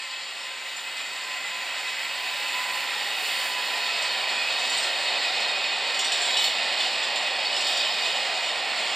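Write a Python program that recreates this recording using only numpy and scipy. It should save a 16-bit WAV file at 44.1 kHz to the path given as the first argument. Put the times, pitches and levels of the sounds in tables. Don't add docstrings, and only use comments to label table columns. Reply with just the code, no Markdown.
import sys
import numpy as np
from scipy import signal
from scipy.fft import rfft, irfft, next_fast_len
from scipy.io import wavfile
from scipy.ndimage import uniform_filter1d, map_coordinates

SR = 44100
rng = np.random.default_rng(int(sys.argv[2]) if len(sys.argv) > 2 else 0)


def wrap_up_sound(samples):
    columns = np.atleast_2d(samples).T
    tamed = np.clip(columns, -1, 1)
    steps = np.round(tamed * 32767).astype(np.int16)
    wavfile.write(sys.argv[1], SR, steps)


N = 394694

# frequency in Hz, relative strength there in dB.
SLEEPER_COLOUR = [(20, -40), (105, -42), (130, -39), (160, -24.5), (220, -16.5), (310, -17.5), (385, -10.5),
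                  (450, -9.5), (560, -3.5), (670, -2.5), (750, 1.5), (900, -4), (1200, -11), (1700, -33),
                  (4000, -70)]
RAIL_COLOUR = [(500, -51), (900, -6.5), (1240, -8.5), (1380, -3.5), (1480, -7.5), (1720, -5.5), (1810, 0.5),
               (2020, -.5), (2220, -2.5), (2500, 0.5), (2730, 0), (2900, 0.5), (3400, -12), (5000, -37),
               (7000, -63)]
WHEEL_COLOUR = [(1800, -45), (2700, -10.5), (3100, 0), (3500, -0.5), (4000, -0.5), (4450, -2.5), (4750, -3),
                (5200, -6), (5550, -14.5), (6100, -25), (7500, -25), (11000, -67)]
CONTACT_COLOUR = [(4000, -28), (5700, -8), (6200, -13.5), (6750, -3.5), (7300, 3), (7800, 1), (8300, -3.5),
                  (8900, -8.5), (9700, -23.5), (11000, -22), (15000, -39)]
HIGH_HISS_COLOUR = [(4000, -27), (5700, -0.5), (7000, -5), (9000, 5.5), (10400, -8.5), (11800, -2.5),
                    (13200, -0.5), (14200, -4), (15500, -10.5)]
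SCRAPE_COLOUR = [(200, -90), (1200, -39), (2800, 1), (4400, -4), (5300, 2), (6200, -9), (7400, 2.5),
                 (8600, -2.5), (10300, -23.5), (13300, -20), (15500, -32)]
# time in seconds, then levels in dB of wheel ring, wheel rush, contact hiss.
BOGIES = [(0.2, -52, -44, -53), (2.601, -47.5, -49, -56), (3.351, -50, -45, -46.5), (4.02, -38.5, -35, -50),
          (4.78, -39.5, -32.5, -42), (5.35, -34.5, -35, -51), (6.3, -37, -31.3, -43.5),
          (6.849, -37, -32.5, -49), (7.761, -40.5, -29, -44), (8.1, -41, -36, -44.5),
          (8.9, -41, -36.5, -48.5)]
# pitch in Hz, width in Hz, relative level in dB.
WHEEL_NOTES = [(1810, 20, -9.5), (2030, 70, -14), (3020, 120, -16), (3700, 26, -1), (4280, 36, -3),
               (4494, 32, -5.5)]
SCRAPED_WHEEL_NOTES = [(2930, 38, -1), (3060, 33, -1), (3485, 31, 4), (3895, 27, 2), (4310, 40, -6.5),
                       (5200, 42, -14), (7330, 50, -12), (7720, 34, -13)]
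GEAR_NOTES = [(830, 47, -5), (946, 32, -4), (1011, 12, 6), (2010, 53, -0.5), (2590, 73, -1)]
FAN_NOTES = [(170, 21, -20), (290, 47, -15), (425, 27, -15.5), (543, 9, 0), (831, 14, -1.5),
             (1570, 28, -2.5), (1810, 5.6, -4), (1932, 16, 6.5)]
# time in seconds, pitch in Hz, level in dB.
SINGING = [(0, 2575, -43), (0.45, 2570, -46.5), (1.25, 2550, -42.5), (2.1, 2560, -41), (2.7, 2560, -39),
           (3.1, 2560, -43), (3.5, 2555, -37.5), (4.03, 2550, -37), (4.17, 2550, -43), (4.42, 2532, -31.5),
           (4.8, 2540, -39), (5.03, 2540, -35), (5.6, 2500, -35.5), (6.1, 2520, -40), (6.35, 2525, -35),
           (6.6, 2530, -39), (7.5, 2520, -38.5), (8.06, 2495, -35.5), (8.3, 2510, -39), (8.9, 2520, -41)]
# start in seconds, relative level in dB,
# boost of the low notes and the scrape in dB, pitch in Hz that the blow brings out.
KNOCKS = [(0.7627, -33.5, -5, 7200), (0.9692, -34, 2, 5600), (4.0213, -25.5, 0, 7300),
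          (4.5956, -30, -4, 8200), (4.697, -24, -1, 7260), (4.7716, -24, -2, 8200),
          (4.8294, -26.5, 5.5, 4200), (5.4021, -29, -1, 7300), (5.9423, -28, 4.5, 3100),
          (5.9898, -18.5, -2, 7400), (6.044, -22, 0, 5700), (6.1185, -21.5, 3, 7800),
          (6.1705, -32, -3, 7300), (6.2158, -24, 0, 7600), (6.2514, -25, -2, 7700), (6.3052, -29, -1, 7300),
          (6.3694, -25.5, 8, 3100), (6.3954, -23, -5, 7700), (6.4406, -23.5, 2.5, 4400),
          (6.8022, -30, 8, 3540), (7.0304, -29, 3, 7300), (7.1566, -29.5, 8, 7300),
          (7.5627, -25.5, 2.5, 5160), (7.6071, -24, -8, 7300), (7.669, -24, 2, 5200),
          (7.726, -29, -1, 5700), (7.7712, -23, 0, 4700)]
# pitch in Hz, relative level in dB, seconds to fade by 60 dB (called t60 below).
FIRST_WAGON = [(2840, 1, 0.33), (4170, 0, 0.4), (5700, -8, 0.35), (6400, -15, .3), (7210, -1, 0.21),
               (7700, -2, .25), (8250, -2.5, 0.28), (8880, -15, .25)]
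SECOND_WAGON = [(2900, 1, 0.28), (3060, 1.5, 0.23), (3490, 4, 0.28), (3870, -1, 0.3), (4370, 4, 0.3),
                (5622, -9, 0.45), (5735, -11.5, .55), (7340, 0.5, 0.34), (7660, -9, 0.33), (8200, -8, .25),
                (8600, -17, .25), (8900, -16, .25), (9790, -26, .3), (12050, -27, .15), (13280, -24, .15)]
THIRD_WAGON = [(3010, -1, 0.36), (3420, -4, 0.33), (3670, 6, 0.4), (4450, 1, .3), (4720, 1, .2),
               (5170, -5, .22), (5680, -7, .35), (6700, -14, .35), (7160, 0, 0.18)]
# time in seconds, pitch in Hz.
WHINE_PITCH = [(0, 1031), (1, 1022), (1.7, 1013), (2.7, 1004), (3.7, 998), (5, 985)]
# time in seconds, relative level in dB.
WHINE_LEVEL = [(0.0, -43), (0.37, -53), (0.45, -44), (1.03, -54), (1.34, -35.5), (1.49, -60), (1.53, -40.5),
               (2.13, -47.5), (2.75, -37), (2.95, -51), (3.31, -56), (3.38, -36.5), (4.28, -40),
               (4.45, -43)]
LOCO_HISS_LEVEL = [(0.0, -75), (0.87, -58), (1.23, -60), (2.8, -50), (2.87, -54), (3.3, -47), (3.47, -47),
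                   (3.57, -52), (3.72, -51), (3.82, -54.5), (4.35, -60)]
FAN_LEVEL = [(0, -50.5), (1.3, -47), (2.8, -44.5), (4, -45.5), (5.5, -46), (7, -75)]
# time in seconds, pitch in Hz, level in dB.
SQUEAKS = [(0.43, 5360, -46), (7.47, 4500, -33.5), (7.545, 2950, -30), (7.58, 5220, -36),
           (7.785, 4730, -33), (7.865, 3030, -29), (7.92, 5140, -33.5)]
# time and half length in seconds, hiss in dB, wheel ring in dB.
FLANGE_SCRAPES = [(4.77, 0.19, -56, -50), (6.374, 0.023, -59, -32), (6.445, .03, -41, -25.5),
                  (7.7, .03, -49, -39)]
# frequency in Hz, likeness (1 means the same).
STEREO_LIKENESS = [(40, -.2), (80, -0.34), (140, 0.96), (400, 0.99), (3200, 0.99), (4300, 1), (5300, 1),
                   (6100, 0.58), (7200, 0.97), (8200, 0.92), (10000, 1), (14000, 1)]
# frequency in Hz, left minus right in dB, left lead in radians.
MIC_PORTS = [(120, -0.5, -0.32), (400, -1.6, -0.34), (750, -3, -0.12), (2100, -2.5, 0.1),
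             (2750, -3.5, 0.16), (3300, -1.8, 0.43), (3500, 0.5, .16), (3970, -1.2, -.03),
             (5200, -1.5, -0.04), (5860, 3, -.35), (6260, -10, .35), (6900, -1.5, -.1), (7500, -1, -0.31),
             (8100, -2.5, .05), (8500, -5, .25), (9300, -.2, 0.017), (11000, -0.5, 0)]
# time in seconds, left minus right in dB.
BALANCE = [(0, 2.2), (2.5, 0.4), (8.9, -0.13)]

BLOW_RISE_S = .0006


def rolling(sway_db=0.17, rail_judder_db=0.35, wheel_judder_db=.5, contact_judder_db=0.8):
    sleeper_db = approach(full_db=-36, db_per_s=3.32, arrival_s=4.78)
    rail_db = approach(full_db=-31, db_per_s=2.9, arrival_s=2.83)
    wheel_db = approach(full_db=-32.5, db_per_s=2.64, arrival_s=3.5)
    contact_db = approach(full_db=-45, db_per_s=2.8, arrival_s=0.93)
    wheel_swell, contact_swell = bogie_swells()
    wheel_gain = np.sqrt(amp(wheel_db) ** 2 + wheel_swell)
    contact_gain = np.sqrt(amp(contact_db) ** 2 + contact_swell)
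    judder = wobble(30)
    sleepers = amp(sleeper_db + sway_db * wobble(13)) * rush(SLEEPER_COLOUR, patchy_db=1.13)
    rails = amp(rail_db + rail_judder_db * judder) * rush(RAIL_COLOUR, patchy_db=1.5)
    wheels = wheel_gain * amp(wheel_judder_db * judder) * rush(WHEEL_COLOUR, patchy_db=2.0)
    contact = contact_gain * amp(contact_judder_db * judder) * rush(CONTACT_COLOUR, patchy_db=3.0)
    return sleepers + rails + wheels + contact


def bogie_swells(half_s=0.22):
    return sum(amp([[rush_db], [hiss_db]]) ** 2 * passing(s, half_s) ** 2
               for s, _, rush_db, hiss_db in BOGIES)


def wheel_ring(doppler=.016, glide_s=.9, swell_s=0.66, fade_db_per_s=7):
    t = np.arange(N) / SR
    out = np.zeros(N)
    for s, db, _, _ in BOGIES:
        pitch_ratio = 1 - doppler * np.tanh((t - s) / glide_s)
        ring = np.interp(np.cumsum(pitch_ratio) % N, np.arange(N), ringing_noise(WHEEL_NOTES))
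        nearness = np.sqrt(passing(s, swell_s))
        fade = amp(-fade_db_per_s * np.maximum(t - s, 0))
        out += amp(db + 1.4 * wobble(11)) * nearness * fade * ring
    return out


def singing_wheel(width_hz=38, waver_hz=13, flutter_db=1.0):
    pitch, db = curves(SINGING)
    slow_noise = filtered(rng.standard_normal((2, N)), lambda hz: 1 / (1 + (hz / width_hz) ** 2))
    phase = 2 * np.pi * np.cumsum(pitch + waver_hz * wobble(26)) / SR
    note = unit(slow_noise[0] * np.cos(phase) + slow_noise[1] * np.sin(phase))
    return amp(db + flutter_db * wobble(17)) * note


def fittings(ring_db=-15, scrape_db=-15.5, scrape_t60=0.28, tick_db=-9.5, tick_t60=0.037):
    t = np.arange(SR // 4, dtype=np.float32) / SR
    onset = (1 - np.exp(-t / BLOW_RISE_S)) ** 2
    grit = spread(rng.standard_normal((2, N)), SCRAPE_COLOUR)
    rings, grit_power = np.zeros((2, N + 2 * SR))
    for s, db, body_db, favoured_hz in list(KNOCKS) + clinks():
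        wagon = FIRST_WAGON if s < 5.7 else SECOND_WAGON if s < 7.3 else THIRD_WAGON
        span = slice(round(s * SR), round(s * SR) + len(t))
        rings[span] += onset * amp(db + ring_db) * clank(wagon, body_db, favoured_hz, t)
        grit_power[span] += (onset * amp(db + scrape_db + body_db - 60 * t / scrape_t60)) ** 2
        grit_power[span] += (onset * amp(db + tick_db - 60 * t / tick_t60)) ** 2
    return rings[:N] + np.sqrt(grit_power[:N]) * grit


def clank(notes, body_db, favoured_hz, t, scatter_db=3.0, favour_db=5.5, favour_width_hz=190,
          jingle_db=-5, jingle_t60=0.2, count=26):
    jingle_hz = 2600 * 5 ** rng.random(count)
    jingle_levels = jingle_db + along(SCRAPE_COLOUR, jingle_hz)
    jingle = np.column_stack([jingle_hz, jingle_levels, np.full(count, jingle_t60)])
    hz, note_db, t60 = np.vstack([notes, jingle]).T[:, :, None].astype(np.float32)
    strength, detune, phase = rng.standard_normal((3, len(hz), 1)).astype(np.float32)
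    level = note_db + scatter_db * strength + body_db * (hz < 5500)
    spot_db = favour_db * np.exp(-((hz - favoured_hz) / favour_width_hz) ** 2)
    tones = np.sin(2 * np.pi * (hz * (1 + 0.0019 * detune) * t + phase))
    return (amp(level + spot_db - 60 * t / t60) * tones).sum(0)


def clinks(first_s=3.7, stray_db=-40.5, range_db=6, count=56,
           per_bogie=6, spread_s=.16, over_hiss_db=4, scatter_db=2.0, body_db=6.0):
    strays = [(first_s + (N / SR - first_s) * when, stray_db + range_db * size)
              for when, size in rng.random((count, 2))]
    rattles = [(s + spread_s * when, hiss_db + over_hiss_db + scatter_db * size)
               for s, _, _, hiss_db in BOGIES if s > first_s
               for when, size in rng.standard_normal((per_bogie, 2))]
    return [(s, db, body_db, rng.uniform(2700, 9100)) for s, db in strays + rattles]


def drive_whine(waver_hz=3.46, trim_db=-2, rough_db=2.0, octave_db=-43, octave_rough_db=4.5):
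    pitch, = curves(WHINE_PITCH)
    phase = 2 * np.pi * np.cumsum(pitch + waver_hz * wobble(35)) / SR
    note_db = receding(WHINE_LEVEL, db_per_s=12) + trim_db + rough_db * wobble(25.16)
    octave_gain = amp(octave_db + octave_rough_db * wobble(30.02)) * passing(s=1.6, half_s=1.5)
    octave_phase = 2 * phase + 0.61 * wobble(60)
    return amp(note_db) * np.sin(phase) + octave_gain * np.sin(octave_phase)


def gears(db=-35):
    return amp(db) * passing(s=2.71, half_s=0.28) * ringing_noise(GEAR_NOTES)


def flange_squeaks(waver_hz=55, rough_db=4.0, touch_s=.032):
    t = np.arange(N) / SR
    waver = waver_hz * wobble(160)
    out = np.zeros(N)
    for s, hz, db in SQUEAKS:
        touch = np.exp(-((t - s) / touch_s) ** 2)
        out += amp(db) * touch * np.sin(2 * np.pi * np.cumsum(hz + waver) / SR)
    return amp(rough_db * wobble(140)) * out


def scraped_wheels(stretch=2.4):
    gain = sum(amp(db) * passing(s, stretch * half_s) ** 2 for s, half_s, _, db in FLANGE_SCRAPES)
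    return gain * ringing_noise(SCRAPED_WHEEL_NOTES)


def high_hiss(loco_boost_db=3.5, steady_db=-62, bogie_trim_db=-12, flutter_db=0.7):
    loco = amp(receding(LOCO_HISS_LEVEL, db_per_s=6) + loco_boost_db) ** 2
    _, contact_swell = bogie_swells()
    wagons = amp(steady_db) ** 2 + amp(bogie_trim_db) ** 2 * contact_swell
    scrapes = sum((amp(db) * passing(s, half_s)) ** 2 for s, half_s, db, _ in FLANGE_SCRAPES)
    gain = np.sqrt(loco + wagons + scrapes) * amp(flutter_db * wobble(22))
    return gain * rush(HIGH_HISS_COLOUR, patchy_db=-0.5)


def fans():
    fan_db, = curves(FAN_LEVEL)
    return amp(fan_db) * ringing_noise(FAN_NOTES)


def microphone(x):
    port_hz, tilt_db, lead = np.transpose(MIC_PORTS)
    balance_db, = curves(BALANCE)
    sides = np.array([[.5], [-.5]])
    gain = lambda hz: amp(sides * np.interp(hz, port_hz, tilt_db))
    phase_shift = lambda hz: np.exp(1j * sides * np.interp(hz, port_hz, lead))
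    return filtered(x, lambda hz: gain(hz) * phase_shift(hz)) * amp(sides * balance_db)


def rush(colour, patchy_db):
    spectra = signal.stft(rng.standard_normal((2, N)), nperseg=1024)[2]
    patches = uniform_filter1d(rng.standard_normal(spectra.shape[1:]), size=2, axis=0)
    patches = uniform_filter1d(patches, size=14, axis=1)
    noise = signal.istft(spectra * amp(patchy_db * unit(patches)), nperseg=1024)[1]
    return spread(noise[:, :N], colour)


def ringing_noise(notes, low_cut_hz=130):
    peaks = lambda f: sum(amp(db) / (1 + ((f - hz) / width) ** 2) for hz, width, db in notes)
    return unit(filtered(rng.standard_normal(N), lambda f: peaks(f) / (1 + (low_cut_hz / (f + 1)) ** 8)))


def spread(pair, colour):
    angle = lambda hz: np.arccos(np.clip(along(STEREO_LIKENESS, hz), -1, 1)) / 2
    mid, side = filtered(pair, lambda hz: amp(along(colour, hz)) * [np.cos(angle(hz)), np.sin(angle(hz))])
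    return unit(np.array([mid + side, mid - side]))


def approach(full_db, db_per_s, arrival_s, bend_s=0.55):
    t = np.arange(N) / SR
    return full_db - db_per_s * bend_s * np.logaddexp(0, (arrival_s - t) / bend_s)


def passing(s, half_s):
    return 1 / (1 + ((np.arange(N) / SR - s) / half_s) ** 2)


def receding(rows, db_per_s):
    return curves(rows)[0] - db_per_s * np.maximum(np.arange(N) / SR - rows[-1][0], 0)


def wobble(rate):
    values = rng.standard_normal(2048)
    coarse = np.arange(0, N + 64, 64)
    return np.interp(np.arange(N), coarse, map_coordinates(values, [coarse * rate / SR], mode="wrap"))


def filtered(x, response):
    size = next_fast_len(N + SR // 4)
    return irfft(rfft(x, size) * response(np.fft.rfftfreq(size, 1 / SR)), size)[..., :N]


def curves(rows):
    times, *columns = np.transpose(rows)
    return [np.interp(np.arange(N) / SR, times, column) for column in columns]


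def along(rows, hz):
    row_hz, values = np.transpose(rows)
    return np.interp(np.log(hz + 1), np.log(row_hz + 1), values)


def amp(db):
    return 10 ** (np.asarray(db) / 20)


def unit(x):
    return x / np.sqrt(np.mean(x ** 2) + 1e-20)


def scene():
    locomotive = drive_whine() + gears() + fans()
    wheels = rolling() + wheel_ring() + singing_wheel() + high_hiss()
    wheels = wheels + scraped_wheels() + flange_squeaks()
    return microphone(locomotive + wheels + fittings())


def record(dry, top_hz=15780):
    return filtered(dry, lambda hz: hz < top_hz)


dry = scene()
out = record(dry)
wrap_up_sound(out)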